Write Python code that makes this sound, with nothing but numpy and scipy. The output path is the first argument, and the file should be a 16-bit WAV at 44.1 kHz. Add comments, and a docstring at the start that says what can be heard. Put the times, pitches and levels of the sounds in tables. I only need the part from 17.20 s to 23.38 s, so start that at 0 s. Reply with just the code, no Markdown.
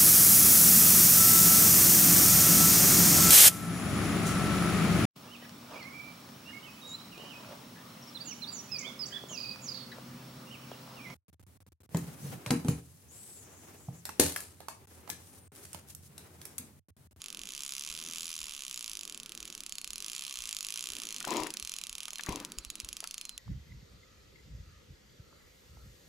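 """A fly reel gives line to a fish, close in front of a chest-worn camera on a calm lake shore.
Two pawls drop in turn over the spool's toothed wheel: a buzz that surges, then slows to single ticks,
while the line rasps through the rod rings. Right at the two microphone ports a sleeve brushes the
housing, hands knock on the tackle, the camera bumps and its harness throbs twice a second.
Behind, a far bird whistles and wavelets wash the stones."""
import sys
import numpy as np
from scipy import signal
from scipy.fft import rfft, irfft, next_fast_len
from scipy.io import wavfile
from scipy.ndimage import uniform_filter1d

SR = 44100
rng = np.random.default_rng(int(sys.argv[2]) if len(sys.argv) > 2 else 0)


def log_audio(samples):
    """Write samples as a 16-bit WAV file to the path given in sys.argv[1]."""
    # one column per channel
    frames = np.atleast_2d(samples).T
    # limit to full scale, then quantise
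    limited = np.clip(frames, -1, 1)
    pcm = np.round(limited * 32767).astype(np.int16)
    wavfile.write(sys.argv[1], SR, pcm)


N = 272754
TIME = np.arange(N) / SR

# the spool surges and slows as the fish runs: (time [s], speed [teeth/s])
SPOOL_SPEED = [(0.0, 24.45), (0.194, 21.71), (0.35, 35.48), (0.569, 34.01), (0.672, 39.33), (1.071, 42.18),
               (1.778, 25.83), (2.048, 15.79), (2.294, 21.18), (2.409, 17.07), (2.682, 16.3),
               (3.016, 35.68), (3.403, 24.23), (3.669, 32.51), (3.967, 25.63), (4.096, 16.59),
               (4.309, 13.94), (4.501, 23.36), (4.697, 16.34), (4.801, 20.07), (5.038, 18.93), (5.299, 6.5),
               (5.864, 14.7), (6.031, 14.13), (6.19, 2.63)]
# pull on the line, which strengthens the ticks and the rasp: (time [s], relative level [dB])
LINE_PULL = [(0, -1), (.6, -0.2), (2.3, -0.8), (3.3, 2.17), (4.1, 2), (6.18, 0.96)]
# the wheel runs off centre, so each pawl's spring tightens once a turn:
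# (relative level [dB], swing [dB], tightest at [turns])
PAWL_SPRINGS = [(-.4, 1, 0.93), (.6, 3.5, 0.63)]
# colour of a tick: (frequency [Hz], gain [dB])
TICK_COLOUR = [(300, -37), (800, -29), (1150, -8.5), (1750, -14), (2600, 0), (3600, -1), (4500, -2.5),
               (6000, 0.5), (7600, -1.5), (8600, -7), (10400, -1), (12000, -10.5), (14300, -11.5),
               (16000, -27.5)]
# the spool's ringing modes turn with it: (frequency [Hz], t60 [s], relative level [dB],
# lobes [per turn], loudest for first pawl at [turns], loudest for second pawl at [turns])
SPOOL_MODES = [(3300, .002, -7, 1, .15, .12), (4970, .009, 1, 1, .97, .66), (6100, .007, 0, 2, .30, .37),
               (6785, .048, 9.5, 3, .02, .58), (7450, .004, -3, 2, .52, .53), (7850, .025, -2, 1, .72, .6),
               (10480, .006, 5, 1, .73, .15)]
# the reel's balance at the microphone ports: (frequency [Hz], left minus right [dB])
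REEL_BALANCE = [(400, -3), (1300, -1), (2400, -4.5), (3200, -9), (4400, -4.5), (8000, -1.3), (12000, 1.5),
                (15000, -2.5)]
# the reel's phase at the ports: (frequency [Hz], left lead [rad])
REEL_PHASE = [(100, 0), (1000, -.5), (1700, -1.1), (2900, -1.2), (3600, -.3), (6000, -.2), (11000, .2),
              (15000, 0)]
# line running through the rod rings: (frequency [Hz], gain [dB])
RASP_COLOUR = [(300, -32), (850, -10.5), (1150, 2.5), (1400, -7.5), (1900, -4), (2500, 6.5), (4000, -2.5),
               (6500, 1), (9000, -5.5), (10500, -2), (15000, -33)]
# sleeve strokes on the camera: (crest [s], rise [s], fall [s], level [dB])
SLEEVE_STROKES = [(4.123, 0.069, 0.017, -33.5), (4.164, 0.055, 0.16, -34.5), (5.105, 0.032, .17, -42)]
# the sleeve's rumble in the housing, and the hiss of its fibres: (frequency [Hz], gain [dB])
HOUSING_COLOUR = [(35, -61), (60, -20), (113, -15), (171, -8), (303, 5.5), (571, -4.5), (840, -6.5),
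                  (980, 3), (1560, -26), (2090, -14), (2400, -8.5), (3120, -63), (5280, -120)]
FIBRE_COLOUR = [(1200, -31.5), (2400, 0), (5600, -6), (8000, -13), (15000, -24)]
# sleeve and hands are nearest the left port: (frequency [Hz], left minus right [dB])
HAND_BALANCE = [(100, 2), (380, 4), (700, 8.5), (1290, 11), (2400, 14), (4400, 14.5)]
# hands knocking on rod and reel: (time [s], relative level [dB], pitch [Hz])
TACKLE_KNOCKS = [(4.009, -28, 1420), (4.043, -21, 1500), (4.073, -17, 574), (4.087, -21.5, 670),
                 (4.129, -19.5, 996), (4.265, -21.5, 1750), (4.344, -34.5, 1490), (4.881, -30, 1240),
                 (4.926, -34.5, 570), (4.994, -21.5, 1690), (5.048, -35.5, 1460), (5.067, -24.5, 1160),
                 (5.087, -19, 1000), (5.828, -33, 680), (5.842, -26.5, 1320)]
# single bumps against the camera: (time [s], relative level [dB], pitch [Hz])
CAMERA_BUMPS = [(4.209, -35, 114), (4.419, -47, 55), (5.086, -20, 175), (5.091, -26.5, 52.4),
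                (5.158, -36, 250), (5.21, -34, 238), (5.372, -40.5, 48), (5.46, -44.5, 45),
                (5.629, -40, 50.3), (6.13, -44, 36)]
# the noise in a knock and in a bump: (frequency [multiples of the pitch], gain [dB])
KNOCK_COLOUR = [(.25, -14), (1, 0), (2, -7), (5, -28)]
BUMP_COLOUR = [(.25, -12), (.5, -3), (1, 0), (2, -9), (8, -40), (40, -80)]
# rumble in the chest harness: (frequency [Hz], gain [dB])
HARNESS_COLOUR = [(15, -1), (45, -5), (75, -3.5), (110, -17), (300, -50), (1500, -70)]
# the far bird's calls: (time [s], length [s], pitch the sag starts from [Hz], relative level [dB])
BIRD_CALLS = [(2.48, .35, 4450, -52), (2.92, .29, 4380, -49), (3.36, .28, 4330, -51),
              (3.85, .29, 4340, -48), (4.35, .31, 4290, -50), (4.89, .3, 4210, -51),
              (5.31, .35, 4570, -55.5), (5.38, .27, 4070, -55), (5.77, .41, 4530, -51.5),
              (5.99, .22, 4210, -52)]
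# wavelets on the stones: (crest [s], level [dB])
WAVELET_CRESTS = [(.18, -63.5), (.87, -59.5), (1.95, -62), (2.25, -61), (2.8, -69.5), (3.8, -58.5),
                  (4.2, -53), (5.22, -52.5), (5.6, -64.5)]
# their wash: (frequency [Hz], gain [dB])
WAVELET_COLOUR = [(60, -38), (140, -6), (230, -1), (330, -2.5), (520, -11), (800, -20.5), (1300, -13.5),
                  (3000, -23.5), (8000, -35)]
# quiet air over the lake: (frequency [Hz], gain [dB])
AIR_COLOUR = [(25, 6.5), (50, 0), (100, -15), (170, 0), (300, -7.5), (500, -12), (800, -15), (1150, -6.5),
              (1800, -15.5), (3000, -21), (4500, -7), (6500, -20.5), (10000, -33), (16000, -30)]


def ratchet(tick_db=-15, ring_uneven_db=1.53, chatter_db=-6, near_db=-10, ground_db=-13, belly_power=3.6):
    """Close up, each pawl drop ticks and rings the spool; hands, rod and stony ground throw it back."""
    times, turn, pawl = pawl_drops()
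    chance = rng.standard_normal((len(times), len(SPOOL_MODES))).T
    pawl_db, swing_db, tightest = np.array(PAWL_SPRINGS)[pawl].T
    spring_db = pawl_db + swing_db * np.cos(2 * np.pi * (turn - tightest))
    force = amp(tick_db + curve(LINE_PULL, times) + spring_db)
    blows = strikes(times, force)
    # the pawl chatters as it lands, and the nearest reflections follow
    sound = blows + amp(chatter_db) * rattle(blows, t60=.01) + amp(near_db) * rattle(blows, t60=.05)
    for (hz, t60, db, lobes, first_at, second_at), luck in zip(SPOOL_MODES, chance):
        # a mode is strong when the pawl lands on its belly, silent on its node
        off_belly = turn - np.where(pawl, second_at, first_at)
        belly = 2 * np.abs(np.cos(np.pi * lobes * off_belly)) ** belly_power
        pushes = strikes(times, force * belly * amp(db + ring_uneven_db * luck))
        decay, t = fade(t60)
        ring = 2 * decay * np.cos(2 * np.pi * hz * t) / decay.sum()
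        sound += signal.oaconvolve(pushes, ring)[:N]
    sound = tint(sound, TICK_COLOUR)
    sound = smear(sound, hz=4870, width_hz=1500)
    sound = smear(sound, hz=10500, width_hz=840)
    # later reflections reach the two ports unalike
    ground = np.array([tint(rattle(blows, t60=.16), TICK_COLOUR) for _ in range(2)])
    return ports(sound + amp(ground_db) * ground, REEL_BALANCE, REEL_PHASE)


def pawl_drops(teeth=21, start_tooth=-.449, gap_teeth=.518, wobble_teeth=.04, wobble_peak_turns=.033):
    """Time, spool turn and pawl of each drop; the off-centre wheel makes the second early and late."""
    teeth_passed = start_tooth + np.cumsum(curve(SPOOL_SPEED, TIME)) / SR
    drop = np.arange(2 * int(teeth_passed[-1]) + 2)
    pawl, turn = drop % 2, drop / (2 * teeth)
    lag = gap_teeth + wobble_teeth * np.cos(2 * np.pi * (turn - wobble_peak_turns))
    return np.interp(drop // 2 + pawl * lag, teeth_passed, TIME), turn, pawl


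def running_line(db=-55, pull_power=1.66, grain_db=5.5):
    """Line rasps through the rings and sings in the rod, louder the faster and tighter it runs."""
    speed = curve(SPOOL_SPEED, TIME) / 30  # 1 at 30 teeth a second
    rasp = unit(tint(rng.standard_normal(N) * amp(grain_db * walk(300)), RASP_COLOUR))
    gain = speed * amp(db + pull_power * curve(LINE_PULL, TIME))
    return ports(rasp * gain, REEL_BALANCE, REEL_PHASE)


def sleeve(grain_db=4, fibre_db=-11):
    """Cloth catches and slips on the housing, by the left port; its fibres hiss above the rumble."""
    pressure = sum(swell(*stroke) for stroke in SLEEVE_STROKES)
    slips = rng.standard_normal(N) * amp(grain_db * walk(900))
    housing = unit(tint(slips, HOUSING_COLOUR))
    fibres = unit(tint(slips, FIBRE_COLOUR))
    return ports(pressure * (housing + amp(fibre_db) * fibres), HAND_BALANCE)


def hand_knocks(db=-3, t60=.047, tone=.28, grit=.37):
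    """Fingers and rod butt tap the tackle, close on the left: a damped note with a gritty contact."""
    out = np.zeros(N)
    decay, t = fade(t60)
    for s, knock_db, hz in TACKLE_KNOCKS:
        contact = noise(len(t), np.multiply(KNOCK_COLOUR, (hz, 1)))
        note = np.sin(2 * np.pi * hz * t)
        add(out, s, amp(db + knock_db) * decay * (tone * note + grit * contact) / 2)
    return ports(out, HAND_BALANCE)


def camera_bumps(db=-6, cycles=9, side_db=-8):
    """The camera rocks on its harness for a few rough cycles after each nudge."""
    out = np.zeros(N)
    for s, bump_db, hz in CAMERA_BUMPS:
        decay, t = fade(cycles / hz)
        rumble = noise(len(t), np.multiply(BUMP_COLOUR, (hz, 1)))
        attack = np.minimum(2 * hz * t, 1)
        add(out, s, amp(db + bump_db) * attack * decay * (np.sin(2 * np.pi * hz * t) + rumble))
    sway = amp(side_db) * walk(30)
    return out * np.array([1 + sway, 1 - sway])


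def harness_throb(db=-57.5, hz=45, first_s=.213, every_s=.499, rough=.47):
    """A soft, even flutter reaches the microphone through the chest harness twice a second."""
    beats = sum(swell(s, rise_s=.03, fall_s=.08, db=db) for s in np.arange(first_s, N / SR, every_s))
    return beats * unit(np.sin(2 * np.pi * hz * TIME) + rough * noise(N, HARNESS_COLOUR))


def far_bird(db=-3.5, waver=.003, flutter_db=1.5, echo_db=-7):
    """Thin, distant whistles swoop in from above, sag ever faster and echo across the water."""
    swoop_hz, swoop_s, sag_hz_per_s, sag_hz_per_s2 = 250, .012, 600, 1800
    out, wander = np.zeros(N), waver * walk(60)
    for s, length, start_hz, call_db in BIRD_CALLS:
        t = np.arange(int(length * SR)) / SR
        glide = start_hz + swoop_hz * np.exp(-t / swoop_s) - sag_hz_per_s * t - sag_hz_per_s2 * t ** 2
        hz = glide * (1 + np.roll(wander, -int(s * SR))[:len(t)])
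        whistle = np.sin(2 * np.pi * np.cumsum(hz) / SR)
        add(out, s, amp(db + call_db) * signal.windows.tukey(len(t), .14) * whistle)
    direct = out * amp(flutter_db * walk(40)) / 2
    return direct + amp(echo_db) * scatter(out, t60=.17, rise_s=.017)


def lake_shore(air_db=-63, ripple_db=-74, lap_db=1.5, side_db=-8):
    """Faint steady air over the lake, and wavelets that wash the stones in soft swells."""
    mid, side = noise(N, AIR_COLOUR), amp(side_db) * noise(N, AIR_COLOUR)
    water = amp(ripple_db) + sum(swell(s, rise_s=.23, fall_s=.25, db=db) for s, db in WAVELET_CRESTS)
    wash = noise(N, WAVELET_COLOUR) * water * amp(lap_db * walk(35))
    return amp(air_db) * np.array([mid + side, mid - side]) + wash


def ports(x, balance, phase=((0, 0), (1, 0))):
    """Two microphone ports hear one source with a level and phase difference at each frequency."""
    size = next_fast_len(N + SR // 2)
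    half = amp(per_bin(balance, size) / 2) * np.exp(.5j * per_bin(phase, size))
    return irfft(rfft(x, size) * np.array([half, 1 / half]), size)[:, :N]


def scatter(x, t60, rise_s):
    """Diffuse reflections, unlike at the two ports, with the energy of the source."""
    decay, t = fade(t60)
    tails = rng.standard_normal((len(t), 2)).T * decay * np.minimum(t / rise_s, 1)
    return np.array([signal.oaconvolve(x, tail / np.linalg.norm(tail))[:N] for tail in tails])


def strikes(times, sizes):
    """One impulse for each blow."""
    return np.bincount(np.clip(times * SR, 0, N - 1).astype(int), sizes, N)


def rattle(blows, t60):
    """A burst of noise after each blow, with the blow's energy, never twice the same."""
    decay, _ = fade(t60)
    return signal.oaconvolve(blows, decay / np.linalg.norm(decay))[:N] * rng.standard_normal(N)


def smear(x, hz, width_hz):
    """All-pass resonance: sound near hz comes out a little later, so a spike becomes a short chirp."""
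    radius = np.exp(-np.pi * width_hz / SR)
    poles = np.array([1, -2 * radius * np.cos(2 * np.pi * hz / SR), radius ** 2])
    return signal.lfilter(poles[::-1], poles, x)


def tint(x, colour, size=4096):
    """Causal filter with the given colour, built from its cepstrum."""
    cepstrum = irfft(np.log(amp(per_bin(colour, size))))
    fold = np.r_[1, np.full(size // 2 - 1, 2), np.zeros(size // 2)]
    response = irfft(np.exp(rfft(cepstrum * fold)))
    return signal.oaconvolve(x, response)[:len(x)]


def noise(samples, colour):
    """Coloured noise at rms 1."""
    return unit(tint(rng.standard_normal(samples), colour))


def per_bin(rows, size):
    """Read (frequency [Hz], value) rows at each FFT bin, along a log frequency axis."""
    hz, values = np.transpose(rows)
    bins = np.arange(size // 2 + 1) * SR / size
    return np.interp(np.log(bins + 1), np.log(hz + 1), values)


def curve(rows, t):
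    """Read (time [s], value) rows at the times t."""
    return np.interp(t, *np.transpose(rows))


def swell(s, rise_s, fall_s, db):
    """Gain that rises evenly to db at s seconds and falls back to silence."""
    return amp(db) * np.interp(TIME, [s - rise_s, s, s + fall_s], [0, 1, 0])


def fade(t60):
    """Decay to -60 dB, and its time axis."""
    t = np.arange(int(t60 * SR) + 2) / SR
    return np.exp(-np.log(1000) * t / t60), t


def walk(rate_hz):
    """Smooth random drift with a spread near 1."""
    hold = int(SR / rate_hz)
    return uniform_filter1d(np.repeat(rng.standard_normal(N // hold + 1), hold), hold)[:N]


def add(out, s, sound):
    """Mix a sound in, starting at s seconds."""
    start = max(int(s * SR), 0)
    out[start:start + len(sound)] += sound[:max(N - start, 0)]


def amp(db):
    """Decibels to gain."""
    return 10 ** (np.asarray(db) / 20)


def unit(x):
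    """Scale to rms 1."""
    return x / np.sqrt(np.mean(x ** 2))


def scene():
    """The reel close in front, handling noise at the microphone, the lake behind."""
    reel = ratchet() + running_line()
    handling = sleeve() + hand_knocks() + camera_bumps() + harness_throb()
    return reel + handling + far_bird() + lake_shore()


def record(dry, top_hz=16200):
    """The camera cuts the top of the treble."""
    return signal.sosfilt(signal.ellip(8, .2, 70, top_hz, fs=SR, output="sos"), dry)


dry = scene()
out = record(dry)
log_audio(out)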